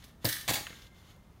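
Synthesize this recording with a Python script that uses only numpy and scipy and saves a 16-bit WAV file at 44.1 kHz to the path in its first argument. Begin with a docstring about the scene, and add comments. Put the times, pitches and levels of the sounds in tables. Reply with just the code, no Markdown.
"""In a small room, close by, steel picnic ware is shifted in its lined wooden case.
Skewers drop with a thud and a bright jingle; a wire grill lands among forks and cups and chatters
to rest. Each impact excites the damped normal modes of the steel, and the case booms under the load.
A few dry ticks and light friction scrapes follow while one piece rings on over the room's low rumble."""
import sys
import numpy as np
from scipy import signal
from scipy.fft import rfft, irfft, next_fast_len
from scipy.io import wavfile
from scipy.ndimage import uniform_filter1d

SR = 44100
rng = np.random.default_rng(int(sys.argv[2]) if len(sys.argv) > 2 else 0)


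def output_pcm(signal):
    """Save a mono or channel-first signal as 16-bit PCM at the path in sys.argv[1].

    Samples are clipped to [-1, 1] before scaling.
    """
    pcm = np.clip(np.atleast_2d(signal).T, -1, 1) * 32767
    wavfile.write(sys.argv[1], SR, np.round(pcm).astype(np.int16))


N = 61739


def skewers():
    """Impact excitation: dropped steel skewers strike one another and jingle in their bending modes."""
    # contacts: t/s, ring level/dB, crack level/dB, spectral tilt/(dB per octave)
    hits = [(.024, -67, -57, -5.5), (.041, -63, -51.5, 0.5), (.2462, -35.5, -30, 11.5),
            (.2515, -36.5, -28, -1.5), (.264, -46, -37, 5.5), (.2885, -36, -29.5, 3.5),
            (.296, -44.5, -46, -14), (.3265, -40.5, -31.5, 1), (.366, -50.5, -41, -11),
            (.411, -59.5, -41, 1)]
    # clear partials: f/Hz, relative level/dB, T60/s
    modes = [(1240, -12, .4), (1534, -5, .42), (1700, -7, .5), (1793, -2, .85), (1953, -3, .5),
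             (2130, -5, .45), (3397, -4, .3), (3671, -5, .45), (4587, -5, .5), (5350, -5, .35),
             (6530, -8, .45), (8366, -9, .55), (11030, -5, .33), (11235, -1, .25), (14893, -5, .22),
             (15267, 1, .29), (15380, -3, .3)]
    # spectral envelope of the weaker partials and the cracks: f/Hz, level/dB
    colour = [(400, -43), (1000, -19), (1800, 4), (2700, -2.5), (3800, 5), (5300, 2.5), (7400, -5),
              (8400, -2.5), (10400, -8.5), (11400, -4), (14200, -4.5), (15400, -12.5)]
    return clatter(hits, modes, colour, t60=0.51, damping=0.11, clear_db=-4, count=520)


def grill():
    """Repeated impact: a wire grill rebounds, exciting its own modes and those of the pieces under it."""
    # contacts: t/s, ring level/dB, crack level/dB, spectral tilt/(dB per octave)
    hits = [(.4787, -38, -27.5, -2), (.4855, -32, -25, -2), (.493, -36, -25, 2), (.502, -39.5, -26.5, 4),
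            (.524, -55.5, -31.5, 2), (.536, -38.5, -28, 2.5), (.5415, -35, -29, 2), (.556, -41, -30, -1),
            (.569, -40.5, -38.5, 0)]
    # clear partials: f/Hz, relative level/dB, T60/s
    modes = [(1610, -14, 1.2), (1836, -8, .6), (1955, -3, .3), (2093, -4, .3), (2099, -16, 2.1),
             (2254, -2, .35), (2537, -1, .33), (2649, -4, .45), (3312, -3, .33), (3472, -4, .4),
             (4257, -6, .3), (4840, -2, .25), (6705, -3, .5), (6891, -10, .5), (12265, -5, .22)]
    # spectral envelope of the weaker partials and the cracks: f/Hz, level/dB
    colour = [(200, -4), (400, -8.5), (700, 2), (1100, -4.5), (1500, -4.5), (2200, 1), (2950, -5.5),
              (3700, 2), (5400, -6.5), (6700, -6.5), (9000, -7.5), (15500, -11.5)]
    return clatter(hits, modes, colour, t60=0.34, damping=0.15, clear_db=-8.5, count=480)


def clatter(hits, modes, colour, t60, damping, clear_db, count):
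    """Modal superposition: each contact sounds a crack, a few clear partials and many weaker ones."""
    lining_hz, detune_hz = 350, 5.1
    out = np.zeros(N)
    dense_hz = 450 + 15550 * ((np.arange(count) + rng.random(count)) / count) ** 1.4
    dense_t60 = t60 * (dense_hz / 4000) ** -damping  # higher modes die sooner
    dense_t60 *= dense_hz / (dense_hz + lining_hz)  # the lining damps the lowest ones
    dense_t60 *= np.exp(0.13 * rng.standard_normal(count))
    share = np.gradient(np.linspace(0, 1, count) ** 1.4) ** .5  # power in proportion to mode spacing
    mode_hz, mode_db, mode_t60 = np.array(modes).T
    body = steel_response(colour)
    phases = lambda size: np.exp(2j * np.pi * rng.random(size))
    # each contact rings a few Hz off pitch, so overlapping rings add evenly in loudness
    detuned = lambda hz: hz + detune_hz * rng.standard_normal(len(hz))
    for start, ring_db, crack_db, brightness in hits:
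        tilt = lambda f: undb(brightness * np.log2((f + 100) / 4000))  # set by where the contact lands
        shape = lambda f: body(f) * tilt(f)
        dense = ring(detuned(dense_hz), phases(count) * share * shape(dense_hz), dense_t60)
        clear = ring(detuned(mode_hz), phases(len(modes)) * undb(mode_db) * tilt(mode_hz), mode_t60)
        crack = burst(lambda f: shape(f) * f / (f + 250), t60=.052)
        add(out, start, undb(ring_db) * (dense + undb(clear_db) * clear))
        add(out, start, undb(crack_db) * crack)
    return out


def steel_response(colour):
    """Mode clustering: alike pieces bunch their resonances, rippling a broad curve of gain against Hz."""
    spacing_hz, spread_db = 149.4, 2.8
    ripple_db = spread_db * np.clip(rng.standard_normal(size=400), -2, 1.5)
    ripple = lambda f: undb(np.interp(f / spacing_hz, np.arange(len(ripple_db)), ripple_db))
    return lambda f: colour_at(f, colour) * ripple(f)


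def case():
    """Panel resonance: the wooden case booms under the load and knocks dully as the steel bounces."""
    # the case takes the weight: t/s, level/dB
    thumps = [(0.2451, -19.5), (.489, -28), (0.569, -41)]
    # modes of the case: f/Hz, relative level/dB, T60/s
    modes = [(78, -20.5, 0.096), (115.6, -0.5, .14), (207.6, -14.5, 0.147), (318, -8.5, 0.13),
             (478, -20.5, .13), (568, -19.5, 0.1), (677, -2, 0.052)]
    # steel on lined wood: t/s, level/dB, spectral tilt/(dB per octave)
    knocks = [(.081, -56, 0), (.245, -29, 3), (0.2528, -32.5, -0.5), (.261, -37, 4), (.271, -34, 4),
              (0.276, -36, -7), (.486, -38, -3.5), (0.492, -42.5, -12), (.502, -32.5, 2), (.511, -31.5, -2),
              (.541, -38.5, -2.5), (.568, -41, -1), (.61, -40.5, -7.5), (.704, -46.5, -5), (.728, -49, -8),
              (1.162, -57, -1.5)]
    # spectral envelope of a knock: f/Hz, level/dB
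    colour = [(25, -37), (50, -19), (85, -1.5), (170, -2.5), (260, 1.5), (390, -15.5), (520, -1),
              (720, -8.5), (1100, -15.5), (2500, -27.5)]
    rise_s = 0.0079  # the case takes a moment to swing up
    out = np.zeros(N)
    hz, mode_db, t60 = np.array(modes).T
    boom = ring(hz, undb(mode_db), t60)
    boom *= 1 - np.exp(-np.arange(len(boom)) / SR / rise_s)
    for start, db in thumps:
        add(out, start, undb(db) * boom)
    for start, db, brightness in knocks:
        tilt = lambda f: undb(brightness * np.log2(np.clip(f, 60, 1200) / 300))
        knock = burst(lambda f: colour_at(f, colour) * tilt(f), t60=0.062)
        add(out, start, undb(db) * knock)
    return out


def ticks():
    """Heavy damping: pieces held tight give dry ticks, each with one broad resonance."""
    # contacts: t/s, level/dB, centre f/Hz, width/octaves, T60/s
    contacts = [(0.2536, -19.5, 4670, 0.25, 0.011), (.2895, -36.5, 4940, 0.54, 0.015),
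                (.668, -31.5, 2970, 0.28, 0.011), (.668, -37, 1620, 1.35, 0.043),
                (.6955, -44, 3320, 0.45, 0.015), (.705, -45.5, 2060, 0.85, 0.018),
                (.728, -48.5, 1700, 0.57, .05), (0.7566, -51, 2960, 1, 0.014),
                (.8215, -52, 4600, 0.47, .03), (0.867, -55.5, 2900, 1.2, 0.043)]
    out = np.zeros(N)
    for start, db, hz, width, t60 in contacts:
        resonance = lambda f: 1 / (1 + (np.log2((f + 1) / hz) / width) ** 2) ** 2
        add(out, start, undb(db) * burst(resonance, t60))
    return out


def scrape():
    """Sliding friction: grainy noise is filtered by the resonances of the moving pieces."""
    # steel sliding on steel and lining: t/s, level/dB
    contour = [(0, -61), (.035, -62.5), (0.047, -54), (.065, -66), (.1, -62.5), (.135, -88), (.2, -77),
               (.232, -57), (.45, -59), (.7, -55), (.83, -57), (.875, -63), (.9, -74.5), (.98, -62.5),
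               (1.03, -66), (1.11, -60.5), (1.18, -75.5), (1.4, -75.5)]
    # spectral envelope of the friction: f/Hz, level/dB
    colour = [(300, 2), (1000, -2), (2000, 0), (2600, 0), (3400, 4), (5000, -4.5), (6400, -1.5),
              (8000, -10), (13000, -10.5), (16000, -16)]
    times, db = np.array(contour).T
    envelope = undb(np.interp(np.arange(N) / SR, times, db))
    roughness = unit(uniform_filter1d(rng.standard_normal(N), size=90))
    grain = unit(np.exp(0.083 * roughness))
    return envelope * grain * noise(steel_response(colour))


def room(direct):
    """Reverberation: the furnished room adds a short diffuse tail that decays exponentially."""
    t60, gap_s, tail_db = 0.373, .005, -13
    t = np.arange(N // 2) / SR
    tail = rng.standard_normal(len(t)) * np.exp(-np.log(1000) * t / t60) * (t > gap_s)
    return direct + undb(tail_db) * signal.fftconvolve(direct, tail / np.linalg.norm(tail))[:N]


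def rumble():
    """Ambient noise: the room's steady background has most of its power at low frequencies."""
    # spectral envelope of the rumble: f/Hz, level/dB
    colour = [(15, -31), (28, -15), (45, -1), (75, -2), (140, -6), (200, -7.5), (260, -14.5), (380, -18.5),
              (600, -22), (1100, -23.5), (1700, -30), (3700, -39.5), (8000, -43.5), (16000, -44)]
    return undb(-56.5) * noise(lambda f: colour_at(f, colour))


def ring(hz, gain, t60, size=250):
    """Free vibration: damped sinusoids, size**2 samples long, scaled to a starting rms of about 1."""
    pole = (2j * np.pi * hz - np.log(1000) / t60) / SR
    steps = np.arange(size)
    gain = gain / np.sqrt(np.sum(np.abs(gain) ** 2) / 2)
    block_starts = gain * np.exp(np.outer(steps * size, pole))
    within_block = np.exp(np.outer(pole, steps))
    return (block_starts @ within_block).imag.ravel()


def burst(gain_at, t60):
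    """Exponential decay: coloured noise starts near rms 1 and falls 60 dB in t60 seconds."""
    x = noise(gain_at, size=8192)
    fade = np.exp(-np.log(1000) * np.arange(len(x)) / SR / t60)
    return x * fade * np.linalg.norm(fade) / np.linalg.norm(x * fade)


def noise(gain_at, size=N):
    """Spectral shaping: white noise is weighted by gain_at(Hz) and scaled to rms 1."""
    n = next_fast_len(size)
    hz = np.arange(n // 2 + 1) * SR / n
    spectrum = rfft(rng.standard_normal(n)) * gain_at(hz)
    return unit(irfft(spectrum, n)[:size])


def colour_at(hz, points):
    """Spectral envelope: gain of a (f/Hz, level/dB) curve on a log-frequency axis."""
    f, db = np.array(points).T
    return undb(np.interp(np.log(hz + 1), np.log(f), db))


def undb(db):
    """Level in decibels to amplitude ratio."""
    return 10 ** (np.asarray(db) / 20)


def unit(x):
    """Normalisation to rms 1."""
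    return x / np.sqrt(np.mean(x ** 2))


def add(out, start_s, x):
    """Superposition of x on out from a given time."""
    i = int(start_s * SR)
    out[i:i + len(x)] += x[:N - i]


def scene():
    """Superposition: steel, case and handling sounds reverberate over the room's rumble."""
    direct = skewers() + grill() + case() + ticks() + scrape()
    return (room(direct) + rumble())[None]


def record(dry):
    """Band limiting: the recorder's elliptic low-pass cuts the top of the treble."""
    cutoff_hz = 15750
    return signal.sosfilt(signal.ellip(10, .2, 80, cutoff_hz, fs=SR, output="sos"), dry)


dry = scene()
out = record(dry)
output_pcm(out)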